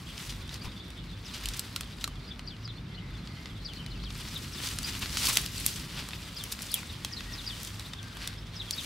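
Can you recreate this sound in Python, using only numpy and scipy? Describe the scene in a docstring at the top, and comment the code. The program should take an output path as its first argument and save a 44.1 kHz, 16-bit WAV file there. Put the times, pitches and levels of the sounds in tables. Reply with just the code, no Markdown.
"""A tethered calf walks through dry grass, close by in an open field.
Its legs and rope rustle the blades, its hooves crunch the straw, and single stalks snap and knock:
dense trains of tiny fractures, and sharp cracks with a brief ring. Small birds chirp around the
field in quick gliding tones, over the rumble and drone of far traffic, soft gusts and a faint hiss."""
import sys
import numpy as np
from scipy import signal
from scipy.fft import rfft, irfft, next_fast_len
from scipy.io import wavfile

SR = 44100
rng = np.random.default_rng(int(sys.argv[2]) if len(sys.argv) > 2 else 0)


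def unload_audio(sound):
    """Save the sound as a 16-bit wav file, at the path given as the first command line argument."""
    columns = np.transpose(np.atleast_2d(sound))
    # keep every value between -1 and 1, then stretch to whole-number steps
    steps = np.round(np.clip(columns, -1, 1) * 32767)
    wavfile.write(sys.argv[1], SR, steps.astype(np.int16))


N = 390285
TIME = np.arange(N) / SR


# Steady drag through the grass: t/s, level/dB
DRAG_LEVEL = [(0, -57), (.45, -61.5), (.8, -64.5), (1.2, -66), (1.5, -51.5), (2.25, -68.5), (2.85, -73),
              (3.35, -65), (4.05, -65), (4.15, -51), (4.6, -51), (5.7, -51), (5.9, -55), (6.7, -52.5),
              (6.95, -57.5), (7.7, -50.5), (8.05, -62), (8.5, -64), (8.85, -47)]
# Sweeps through a clump: peak t/s, length/s, blades/dB, straw/dB
CLUMP_SWISHES = [(0.244, 0.11, -48, -53), (0.537, 0.042, -53, -50), (0.655, 0.02, -50.5, -47.5),
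                 (1.366, 0.09, -52.5, -49), (1.564, 0.051, -48, -45.5), (2.024, 0.022, -53, -53),
                 (3.776, 0.051, -60, -57), (4.667, 0.1, -40.5, -46.5), (4.881, 0.11, -43.5, -47.5),
                 (5.023, 0.017, -38, -42), (5.2, 0.16, -41, -46.5), (5.28, 0.067, -31.5, -42.5),
                 (5.392, 0.066, -37.5, -43.5), (5.571, 0.057, -41, -49), (5.672, 0.095, -38.5, -64),
                 (5.812, 0.091, -50, -52), (5.992, 0.046, -49, -43.5), (6.51, 0.16, -52, -69),
                 (6.646, 0.075, -50, -70), (6.745, 0.084, -44.5, -52), (7.642, 0.059, -46, -59),
                 (8.23, 0.1, -52.5, -47.5), (8.84, 0.063, -46.5, -61)]
def stir():
    """Legs and rope drag and swish through the grass; returns straw and blade levels in dB."""
    even_db, straw_follow = -54, 0.57
    rise_share = 0.46
    drag_db = np.interp(TIME, *np.transpose(DRAG_LEVEL))
    straw_power = gain_of(even_db + straw_follow * (drag_db - even_db)) ** 2
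    blade_power = gain_of(drag_db) ** 2
    for s, length, blades_db, straw_db in CLUMP_SWISHES:
        near = slice(max(round((s - 2 * length) * SR), 0), round((s + 2 * length) * SR))
        u = (TIME[near] - s) / length
        swell = np.exp(-np.maximum(-u / rise_share, u / (1 - rise_share)) ** 1.25)
        straw_power[near] += gain_of(straw_db) ** 2 * swell
        blade_power[near] += gain_of(blades_db) ** 2 * swell
    return 10 * np.log10(straw_power), 10 * np.log10(blade_power)


# Coarse straw and fine blades: f/Hz, level/dB
STRAW_SPECTRUM = [(300, -7), (700, -12), (1150, -3), (2000, -3), (3200, -1.5), (4800, -2.5), (7000, -16.5),
                  (15000, -32)]
BLADE_SPECTRUM = [(1000, -19), (2500, 2), (4000, 4), (6500, 2), (10000, -1.5), (13000, -5), (16000, -9)]
def rustle():
    """Stirred straw and blades rub and crackle in clumps; single fibres tick above them."""
    straw_db, blades_db = stir()
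    clumps = drift(23)
    ticks = spread(cracks(per_s=170, spread_db=5), apart=0.37)
    straw_rub = spread(cracks(per_s=5000, spread_db=0.5), apart=0.16)
    blade_rub = spread(cracks(per_s=8500, spread_db=-1), apart=0.7)
    straw = unit_rms(colour(straw_rub + 0.36 * ticks, STRAW_SPECTRUM))
    blades = unit_rms(colour(blade_rub, BLADE_SPECTRUM)) + gain_of(-7.5) * fibres()
    straw *= gain_of(straw_db + 2 * clumps + 4)
    blades *= gain_of(blades_db + 1.33 * clumps + 1.68)
    return straw + blades


def fibres(pitches=24, per_s=110, decay_s=0.00031):
    """Dry fibres tick as they slip or break, at many pitches and places, roughened by splinters."""
    t, out = TIME[:SR // 100], np.zeros((2, N))
    for hz in np.geomspace(2100, 12300, pitches):
        ring = np.sin(2 * np.pi * hz * t) * np.exp(-t / decay_s)
        splinters = (t == 0) + 0.074 * rng.standard_normal((2, len(t))) * np.exp(-t / 0.004)
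        tick = signal.fftconvolve(splinters, ring[None], axes=1)
        for when, size, side in rng.random((round(per_s * N / SR / pitches), 3)):
            pan = np.sqrt([[.5 + side], [1.5 - side]])
            add(out, when * N / SR, gain_of(14 * size ** 2) * tick * pan)
    return unit_rms(out)


# Crushed tufts: t/s, length/s, level/dB, tilt/(dB/octave)
HOOF_CRUNCHES = [(0.293, 0.019, -38.5, 3), (0.559, .006, -46, 2), (0.644, 0.046, -38.5, -13.5),
                 (1.262, 0.032, -47, 0), (1.337, 0.023, -39, 2), (1.535, 0.013, -38.5, 6),
                 (1.567, .012, -40, 14), (2.009, 0.014, -42.5, 2), (4.035, 0.0072, -43, -5),
                 (4.104, 0.0055, -42, -1), (4.206, 0.02, -44.5, -3), (4.602, 0.0079, -42, -7),
                 (4.67, 0.0091, -32.5, 5), (4.687, 0.0046, -36, 8), (4.829, .006, -36, 10),
                 (4.888, 0.011, -37, 2.5), (4.991, 0.0097, -40, 16), (5.022, 0.018, -33.5, -5.5),
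                 (5.093, 0.0058, -37.5, 2), (5.169, 0.047, -33, 7.5), (5.253, 0.015, -26.5, 12),
                 (5.283, 0.023, -27, 17), (5.285, 0.026, -31, -1.5), (5.327, 0.021, -31, 16),
                 (5.37, 0.0034, -13.5, 6), (5.679, 0.016, -38, 5), (5.759, 0.0073, -36, 7),
                 (5.97, 0.025, -45, -4), (6.626, 0.0055, -36, 12), (6.667, 0.0036, -39, 7),
                 (7.631, 0.0037, -33.5, 19), (7.648, 0.0032, -33, 13), (7.672, .008, -39, 6),
                 (7.933, 0.0061, -38.5, 1)]
# Breaking tuft: f/Hz, level/dB
TUFT_SPECTRUM = [(200, 6.5), (600, -10), (1100, 7), (1600, 1), (3000, 11.5), (6000, 4.5), (11000, -9),
                 (16000, -22)]
def crunches():
    """A hoof breaks a whole tuft: a dense burst of fractures that swells fast and dies away."""
    out = np.zeros((2, N))
    for s, length, db, tilt_db in HOOF_CRUNCHES:
        u = TIME[:SR // 4] / length
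        fractures = spread(cracks(per_s=9100, spread_db=1.5, size=len(u)), apart=0.24)
        burst = unit_rms(colour(fractures, TUFT_SPECTRUM, tilt_db))
        envelope = (1 - np.exp(-u / 0.016)) * np.exp(-u ** 4)
        add(out, s, gain_of(db) * burst * envelope)
    return out


# Breaking stalks, and one hoof knock at 5.297 s: t/s, level/dB, ring f/Hz, low knock/dB, high crack/dB
STALK_SNAPS = [(.178, -21, 3940, -34, -42), (.477, -35, 6000, -30, -16), (0.4921, -23.5, 3800, -27, -38),
               (0.5415, -22, 4500, -44, -22), (.9033, -30, 3650, -14, -18), (1.4565, -12, 3230, -26, -19),
               (1.4864, -14, 3730, -27, -14), (1.5933, -10.5, 7600, -36, -11),
               (1.761, -11, 4170, -23, -17.5), (1.808, -15.5, 3400, -16, -13.5),
               (1.832, -26, 2700, -16, -36), (2.041, -9, 4150, -23, -21.5), (2.076, -20, 1170, -12, -15),
               (2.393, -22.5, 3050, -12.5, -30), (2.676, -27, 2160, -12, -35),
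               (3.273, -25.5, 4750, -22, -39), (3.457, -22, 2150, -12, -35),
               (3.7345, -26.5, 2290, -37, -24), (3.8623, -22.5, 4100, -27, -31),
               (4.7863, -13, 9140, -22, -18), (5.1704, -10, 3150, -16, -21), (5.2568, -14, 3200, -18, -10),
               (5.2692, -6, 4500, -28, -17), (5.286, -12, 2620, -11, -6), (5.297, -12, 1100, -8, -25),
               (5.3554, -12.5, 3960, -21, -9), (5.3715, -8, 3800, -32, 9), (5.461, -15, 5260, -36, -24),
               (5.6628, -2.5, 11550, -33, -2.5), (6.087, -20.5, 4130, -7, -11),
               (6.133, -18.5, 2600, -14, -63), (6.4376, -16, 3180, -20, -8), (6.5178, -21, 6460, -27, -5),
               (6.522, -13, 4860, -26, -12), (6.526, -17, 5600, -30, -9), (6.6199, -18, 10500, -37, -6),
               (6.7163, -19, 4770, -18, 1), (6.7407, -3.5, 3300, -39, 7), (6.83, -24.5, 2200, -4, -38),
               (7.047, -10.5, 3350, -18.5, -21), (7.206, -21, 2700, -10, -31), (7.795, -20, 4300, -30, -26),
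               (7.9343, -22, 3660, -10, -33), (8.0285, -28, 6200, -22, -19), (8.1695, -23, 3400, -4, -12),
               (8.274, -12.5, 3420, -20.5, -17), (8.7081, -9, 4800, -34, -13)]
def snaps(twigs=14):
    """Thick stalks break, a hoof knocks once, and a few thin twigs snap at random moments."""
    out = np.zeros((2, N))
    for s, *stalk in STALK_SNAPS:
        add(out, s + 0.001002, snap(*stalk))
    for when, size, pitch in rng.random((twigs, 3)):
        twig = snap(db=-36 + 5 * size, hz=2200 + 2400 * pitch, knock_db=-17.5, crack_db=-35)
        add(out, when * N / SR, twig)
    return out


def snap(db, hz, knock_db, crack_db):
    """A stalk cracks, splinters and rings briefly; the thick stem below the break knocks."""
    t = TIME[:SR // 16]
    splinters = spread(rng.standard_normal((3, len(t))), apart=0.37)
    splinters *= np.exp(-t / 0.0016) + 0.19 * np.exp(-t / 0.011)
    spectrum = [(120, knock_db - 37), (500, knock_db + 1), (1200, knock_db + 10),
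                (4000, 0), (11000, crack_db + 10), (16000, crack_db)]
    crack = colour((t == 0) + 0.12 * splinters, spectrum)
    crack /= np.linalg.norm(crack[0])
    ring_t60_s, stem_t60_s = 0.017 * np.sqrt(4000 / hz), 0.014
    ring = np.sin(2 * np.pi * hz * t) * gain_of(-60 * t / ring_t60_s) * (1 - np.exp(-t / 0.00019))
    ring *= 0.45 / np.linalg.norm(ring)
    stem_hz = 1363 * rng.uniform(0.82, 1.144)
    stem = np.sin(2 * np.pi * stem_hz * t) * gain_of(-60 * t / stem_t60_s)
    stem *= gain_of(min(knock_db + 4, -7)) / np.linalg.norm(stem)
    return gain_of(db + 5.5) * (crack + ring + stem)


# Hollow stems, and a hoof knock at 5.297 s: t/s, f/Hz, decay/s, level/dB
STEM_KNOCKS = [(1.762, 1390, 0.0057, -32), (2.042, 1380, 0.011, -37), (2.077, 1150, 0.0033, -39),
               (5.027, 1180, 0.008, -36), (5.281, 1110, 0.018, -34), (5.297, 1060, 0.0039, -29),
               (5.370, 720, 0.0051, -34.5)]
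def knocks(wander_hz=100):
    """Hollow stems give way, and a hoof strikes, with a short, rough, woody knock."""
    t, out = TIME[:SR // 8], np.zeros((2, N))
    for s, hz, decay_s, db in STEM_KNOCKS:
        ring = tone(hz + wander_hz * drift(430, size=len(t)))
        envelope = (1 - np.exp(-t / .0005)) * np.exp(-t / decay_s)
        add(out, s, gain_of(db) * ring * envelope)
    return out


# Two-syllable calls: t/s, delay of second/s, first f/Hz, level/dB, second f/Hz, level/dB
FALLING_CALLS = [(1.245, .03, 5190, -46, 3800, -45), (2.636, 0.044, 4840, -43.5, 3950, -43.5),
                 (4.298, 0.048, 5200, -48, 3780, -37.5), (4.522, 0.044, 5120, -44, 3600, -42),
                 (7.114, 0.049, 5100, -38.5, 4100, -35.5), (7.322, 0.05, 5020, -40, 4030, -37.5),
                 (8.549, 0.04, 5100, -41.5, 3840, -36), (8.72, 0.052, 4650, -36.5, 3760, -34.5)]
# Plunging warble; upward sweep with a low tail: t in call/s, f/Hz, level/dB
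WARBLE_CONTOUR = [(0, 6380, -18), (.009, 5007, -0.5), (.016, 4570, -2), (.021, 4954, 5.5), (.028, 3894, -9),
                  (.036, 4526, -5), (.042, 3600, -4), (.062, 3180, -6), (.09, 2840, -15)]
SWEEP_CONTOUR = [(0, 3200, -13), (.021, 4300, -4), (.03, 5400, -11), (.04, 4100, -2), (.051, 3406, -3),
                 (.068, 3100, -4.5), (.083, 2560, -13), (.105, 2330, -11)]
# Calls on those contours: t/s, pitch ratio, level/dB
WARBLE_CALLS = [(2.465, 0.99, -41), (3.644, 0.97, -39), (3.752, 0.91, -46), (3.899, 0.86, -47),
                (6.357, 1.02, -38.5), (7.458, 1.01, -36)]
SWEEP_CALLS = [(4.011, 1, -41), (6.689, 1.01, -33)]
# Single pips: t/s, start f/Hz, end f/Hz, level/dB
BIRD_PIPS = [(.09, 3220, 2970, -47), (.605, 4520, 4580, -47.5), (.678, 3250, 3900, -52),
             (.757, 3400, 3500, -46), (.79, 3060, 3780, -47), (1.085, 4350, 3350, -50),
             (2.24, 4130, 4100, -55), (2.272, 4950, 4550, -47), (2.303, 3600, 3080, -44),
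             (2.772, 3420, 3620, -54), (2.939, 4050, 4130, -47), (2.97, 3000, 2870, -47),
             (3.14, 3500, 3240, -49), (4.832, 4500, 4850, -37), (5.565, 4900, 3500, -44),
             (6.888, 3900, 3300, -44), (7.845, 3350, 4120, -44), (7.98, 3770, 2780, -44.5),
             (8.374, 5100, 4960, -53), (8.668, 3420, 3150, -48)]
def birds():
    """The nearer birds give falling, warbling and sweeping calls and short pips."""
    out = np.zeros((2, N))
    first_tune, second_tune = np.array([[1.24, 1.14, 1, .96, .92], [1.06, 1.01, .94, .84, .83]])
    for s, delay, first_hz, first_db, second_hz, second_db in FALLING_CALLS:
        add(out, s, gain_of(first_db) * chirp(.036, first_hz * first_tune, peak=0.52))
        add(out, s + delay, gain_of(second_db) * chirp(.045, second_hz * second_tune, peak=0.29))
    for calls, contour in (WARBLE_CALLS, WARBLE_CONTOUR), (SWEEP_CALLS, SWEEP_CONTOUR):
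        for s, ratio, db in calls:
            add(out, s, gain_of(db) * slide(contour, ratio))
    for s, start_hz, end_hz, db in BIRD_PIPS:
        arch_hz = 1.04 * (start_hz + end_hz) / 2
        add(out, s, gain_of(db) * chirp(.0322, [start_hz, arch_hz, end_hz], peak=0.41))
    return out


def chirp(length_s, tune_hz, peak):
    """A buzzy slur through pitches evenly spaced in time, accented at the share peak of its length."""
    t = TIME[:SR // 8]
    u = np.minimum(t / length_s, 1)
    buzz = rng.uniform(.01, .045) * np.sin(2 * np.pi * (rng.uniform(90, 220) * t + rng.random()))
    hz = np.interp(u, np.linspace(0, 1, len(tune_hz)), tune_hz)
    hz *= 1 + buzz + .012 * drift(280, size=len(t))
    flutter_db = 2.6 * drift(220, size=len(t))
    swell = abs(np.sin(np.pi * u)) ** .5 * gain_of(2 - 18 * abs(u - peak) + flutter_db)
    return leaves(rasp(swell * tone(hz)))


def slide(contour, ratio):
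    """A bird's thin, fluttering whistle along a contour."""
    t = TIME[:SR // 6]
    at_s, hz, db = np.transpose(contour)
    pitch_hz = ratio * np.interp(t, at_s, hz) * (1 + .017 * drift(280, size=len(t)))
    gate = np.clip(np.minimum(t, at_s[-1] - t) / .003, 0, 1)
    flutter_db = 2.4 * drift(200, size=len(t))
    envelope = gate * gain_of(np.interp(t, at_s, db) + flutter_db)
    return leaves(rasp(envelope * tone(pitch_hz)))


def rasp(note, depth=.3, rate_hz=600):
    """Fast level flicker gives a bird's note a raspy edge."""
    return note * (1 + depth * drift(rate_hz, size=len(note))) / np.hypot(1, depth)


def leaves(note, share=.28, decay_s=.007):
    """Leaves around the bird blur its note, differently left and right."""
    t = TIME[:len(note)]
    scatter = rng.standard_normal((2, len(t))) * (1 - np.exp(-t / .002)) * np.exp(-t / decay_s)
    scatter /= np.linalg.norm(scatter[0])
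    return note + share * signal.fftconvolve(note[None], scatter, axes=1)[:, :len(t)]


def flock(count=280):
    """Many birds twitter faintly in the far trees."""
    out = np.zeros((2, N))
    for when, length, first, last, size, side in rng.random((count, 6)):
        note = chirp(0.0241 + .04 * length, [3000 + 2000 * first ** 2, 2800 + 1600 * last], peak=0.52)
        pan = np.sqrt([[side], [1 - side]])
        add(out, when * N / SR, gain_of(-57 + 3 * size) * note * pan)
    return out


# Faint whistles: t/s, length/s, f/Hz, level/dB, waver as a share of f
FAR_WHISTLES = [(.68, 0.64, 2210, -63, .014), (2.87, 0.44, 2107, -60, .03),
                (3.27, 0.46, 2090, -56.5, 0.025), (3.77, 0.28, 3010, -56, .014),
                (7.1, 0.18, 1858, -52, 0.012), (7.24, .19, 1880, -51.5, .012),
                (7.46, 0.25, 1873, -58, .015), (7.95, 0.3, 1557, -55.5, .022),
                (8.14, .3, 1562, -56.5, .026)]
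def whistles():
    """Long soft notes from far off swell quickly, waver and linger."""
    out = np.zeros((2, N))
    for s, length, hz, db, waver in FAR_WHISTLES:
        u = np.minimum(TIME[:SR] / length, 1)
        pitch_hz = hz * (1 + waver * drift(135, size=SR))
        swell = abs(np.sin(np.pi * np.sqrt(u))) ** 1.3 * gain_of(2.5 * drift(25, size=SR))
        add(out, s, gain_of(db) * swell * tone(pitch_hz))
    return out


# Echo decay: f/Hz, T60/s
FIELD_T60 = [(500, 0.042), (3000, 0.18), (7000, 0.14), (15000, 0.073)]
def field_echoes(x):
    """Thin, diffuse echoes off bushes and trees, different left and right."""
    hz, t, noise = signal.stft(rng.standard_normal((2, SR // 2)), SR, nperseg=256)
    decay = gain_of(-60 * t / at_hz(FIELD_T60, hz)[:, None])
    tail = signal.istft(noise * decay, SR, nperseg=256)[1]
    return signal.fftconvolve(x, tail / np.linalg.norm(tail[0]), axes=1)[:, :N]


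# Traffic rumble: f/Hz, level/dB
RUMBLE_SPECTRUM = [(20, -47.5), (31, -32), (38, -9.5), (45, 0), (60, -0.5), (85, -4.5), (160, -4),
                   (250, -9.5), (400, -20), (700, -38), (1500, -62)]
# Its rise and fall: t/s, level/dB
RUMBLE_LEVEL = [(0, -45), (.7, -43.5), (1.6, -44.5), (3.3, -43.5), (4, -42.5), (5.8, -42), (6.2, -44.5),
                (8.85, -45.5)]
# Engines: peak t/s, half length/s, f/Hz, width/Hz, level/dB
ENGINE_DRONES = [(0.547, 0.11, 103, 8.1, -46.5), (1.1, 0.99, 99, 6.8, -51), (2.62, 0.12, 104.1, 12, -43.5),
                 (3.053, .25, 99.35, 8, -46.5), (3.0, 0.34, 180, 12, -51), (3.6, 0.96, 134.2, 7.5, -53.5),
                 (3.698, 0.23, 166.6, 10, -52), (4.1, 0.59, 103, 7.4, -48.5), (5.05, .3, 262.2, 5.07, -53),
                 (5.152, .3, 78, 6.6, -48.5), (6.9, 0.56, 78.3, 5, -52.5), (5.882, 0.12, 160, 5.7, -48),
                 (6.1, 0.89, 106.2, 7.2, -52), (8.1, .9, 103.6, 5.8, -48.5)]
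def traffic():
    """Far traffic rumbles; single engines drone in it, swelling and fading."""
    rumble = unit_rms(colour(rng.standard_normal((1, N)), RUMBLE_SPECTRUM, size=16384))
    rumble *= gain_of(np.interp(TIME, *np.transpose(RUMBLE_LEVEL)) - 0.5)
    drones = sum(gain_of(db) * np.exp(-.5 * ((TIME - s) / half) ** 2) * hum(hz, width_hz)
                 for s, half, hz, width_hz, db in ENGINE_DRONES)
    return rumble + drones


# Wind gusts: peak t/s, half length/s, level/dB
WIND_GUSTS = [(.37, .12, -43), (1.05, 0.16, -53), (1.47, 0.084, -42), (2.1, 0.14, -42), (2.5, 0.088, -46.5),
              (3.14, .17, -46), (3.7, .1, -53), (4.07, 0.26, -43.5), (4.9, .15, -44), (5.65, .2, -45.5),
              (7.402, 0.27, -46), (8.3, 0.18, -46)]
def gusts():
    """Soft wind gusts add deep swells."""
    swells = sum(gain_of(db - 1) * np.exp(-((TIME - s) / half) ** 2) for s, half, db in WIND_GUSTS)
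    return swells * hum(hz=46.5, width_hz=6.9)


def hum(hz, width_hz):
    """A low tone wandering in pitch and strength."""
    strength = gain_of(2.7 * drift(6.1))
    return unit_rms(strength * tone(hz + .5 * width_hz * drift(11.77)))


# Field hiss: f/Hz, level/dB
AIR_SPECTRUM = [(200, -22), (450, 0), (750, -2), (1250, 0), (1800, -2.5), (2150, -2), (2550, -4),
                (3200, -6.5), (4800, -8), (6000, -19), (9000, -30), (15500, -34)]
def air():
    """The open field hisses softly; faint low noise in opposite phase widens the background."""
    hiss = unit_rms(colour(spread(rng.standard_normal((3, N)), apart=0.57), AIR_SPECTRUM))
    # long waves reach both sides alike, shorter ones differ a little
    side_spectrum = [(30, -34), (90, -17), (180, 4.5), (300, 2.5), (700, -11), (2000, -18)]
    side = unit_rms(colour(rng.standard_normal((1, N)), side_spectrum, size=4096))
    return gain_of(-54 + 0.66 * drift(6.4)) * hiss + gain_of(-64.5) * side * [[1], [-1]]


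def cracks(per_s, spread_db, size=N):
    """Three trains of tiny fractures, random in time and strength."""
    strength = gain_of(spread_db * np.minimum(rng.exponential(1, (3, size)), 4))
    impulses = strength * rng.standard_normal((3, size))
    return unit_rms(impulses * (rng.random((3, size)) < per_s / SR))


def drift(hz, size=N):
    """Random wander of rms 1, rolling off above hz."""
    padded = next_fast_len(size, True)
    lowpass = np.exp(-(np.fft.rfftfreq(padded, 1 / SR) / hz) ** 2)
    return unit_rms(irfft(rfft(rng.standard_normal(padded)) * lowpass, padded)[:size])


def colour(x, spectrum, tilt_db=0, size=512):
    """Minimum-phase filter with the given spectrum, tilted by tilt_db per octave in the treble."""
    hz = abs(np.fft.fftfreq(size, 1 / SR))
    log_gain = np.log(gain_of(at_hz(spectrum, hz) + tilt_db * np.log2(hz / 1000 + 1)))
    taps = np.fft.ifft(np.exp(np.conj(signal.hilbert(log_gain)))).real[:size // 2]
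    return signal.oaconvolve(x, taps[None], axes=1)[:, :x.shape[1]]


def spread(three, apart):
    """Stereo from one shared signal and one per side."""
    return (three[0] + apart * three[1:]) / np.hypot(1, apart)


def tone(hz):
    """Sine following a pitch curve."""
    return np.sin(2 * np.pi * np.cumsum(hz) / SR)


def at_hz(points, hz):
    """Interpolates on a log-frequency axis."""
    f, value = np.transpose(points)
    return np.interp(np.log(hz + 1), np.log(f + 1), value)


def gain_of(db):
    """Decibels to a factor."""
    return 10 ** (np.asarray(db) / 20)


def unit_rms(x):
    """Scales to rms 1."""
    return x / np.sqrt(np.mean(x ** 2) + 1e-20)


def add(mix, s, sound):
    """Lays a stereo sound into the mix at time s."""
    part = mix[:, max(round(s * SR), 0):][:, :sound.shape[-1]]
    part += sound[..., :part.shape[-1]]


def scene():
    """Near grass has almost no echo; the birds, the nearer ones to the left, carry more."""
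    grass = (rustle() + crunches() + knocks() + snaps()) * gain_of([[.3], [-.3]])
    song = birds() * gain_of([[1.5], [-1.5]])
    far = flock() + whistles()
    echoes = field_echoes(gain_of(-16) * grass + gain_of(-8) * song + far)
    return grass + song + far + echoes + traffic() + gusts() + air()


def record(dry):
    """Band limit at 15.8 kHz."""
    lowpass = signal.firwin(511, 15800, window=("kaiser", 9), fs=SR)
    return signal.oaconvolve(dry, lowpass[None], "same")


dry = scene()
out = record(dry)
unload_audio(out)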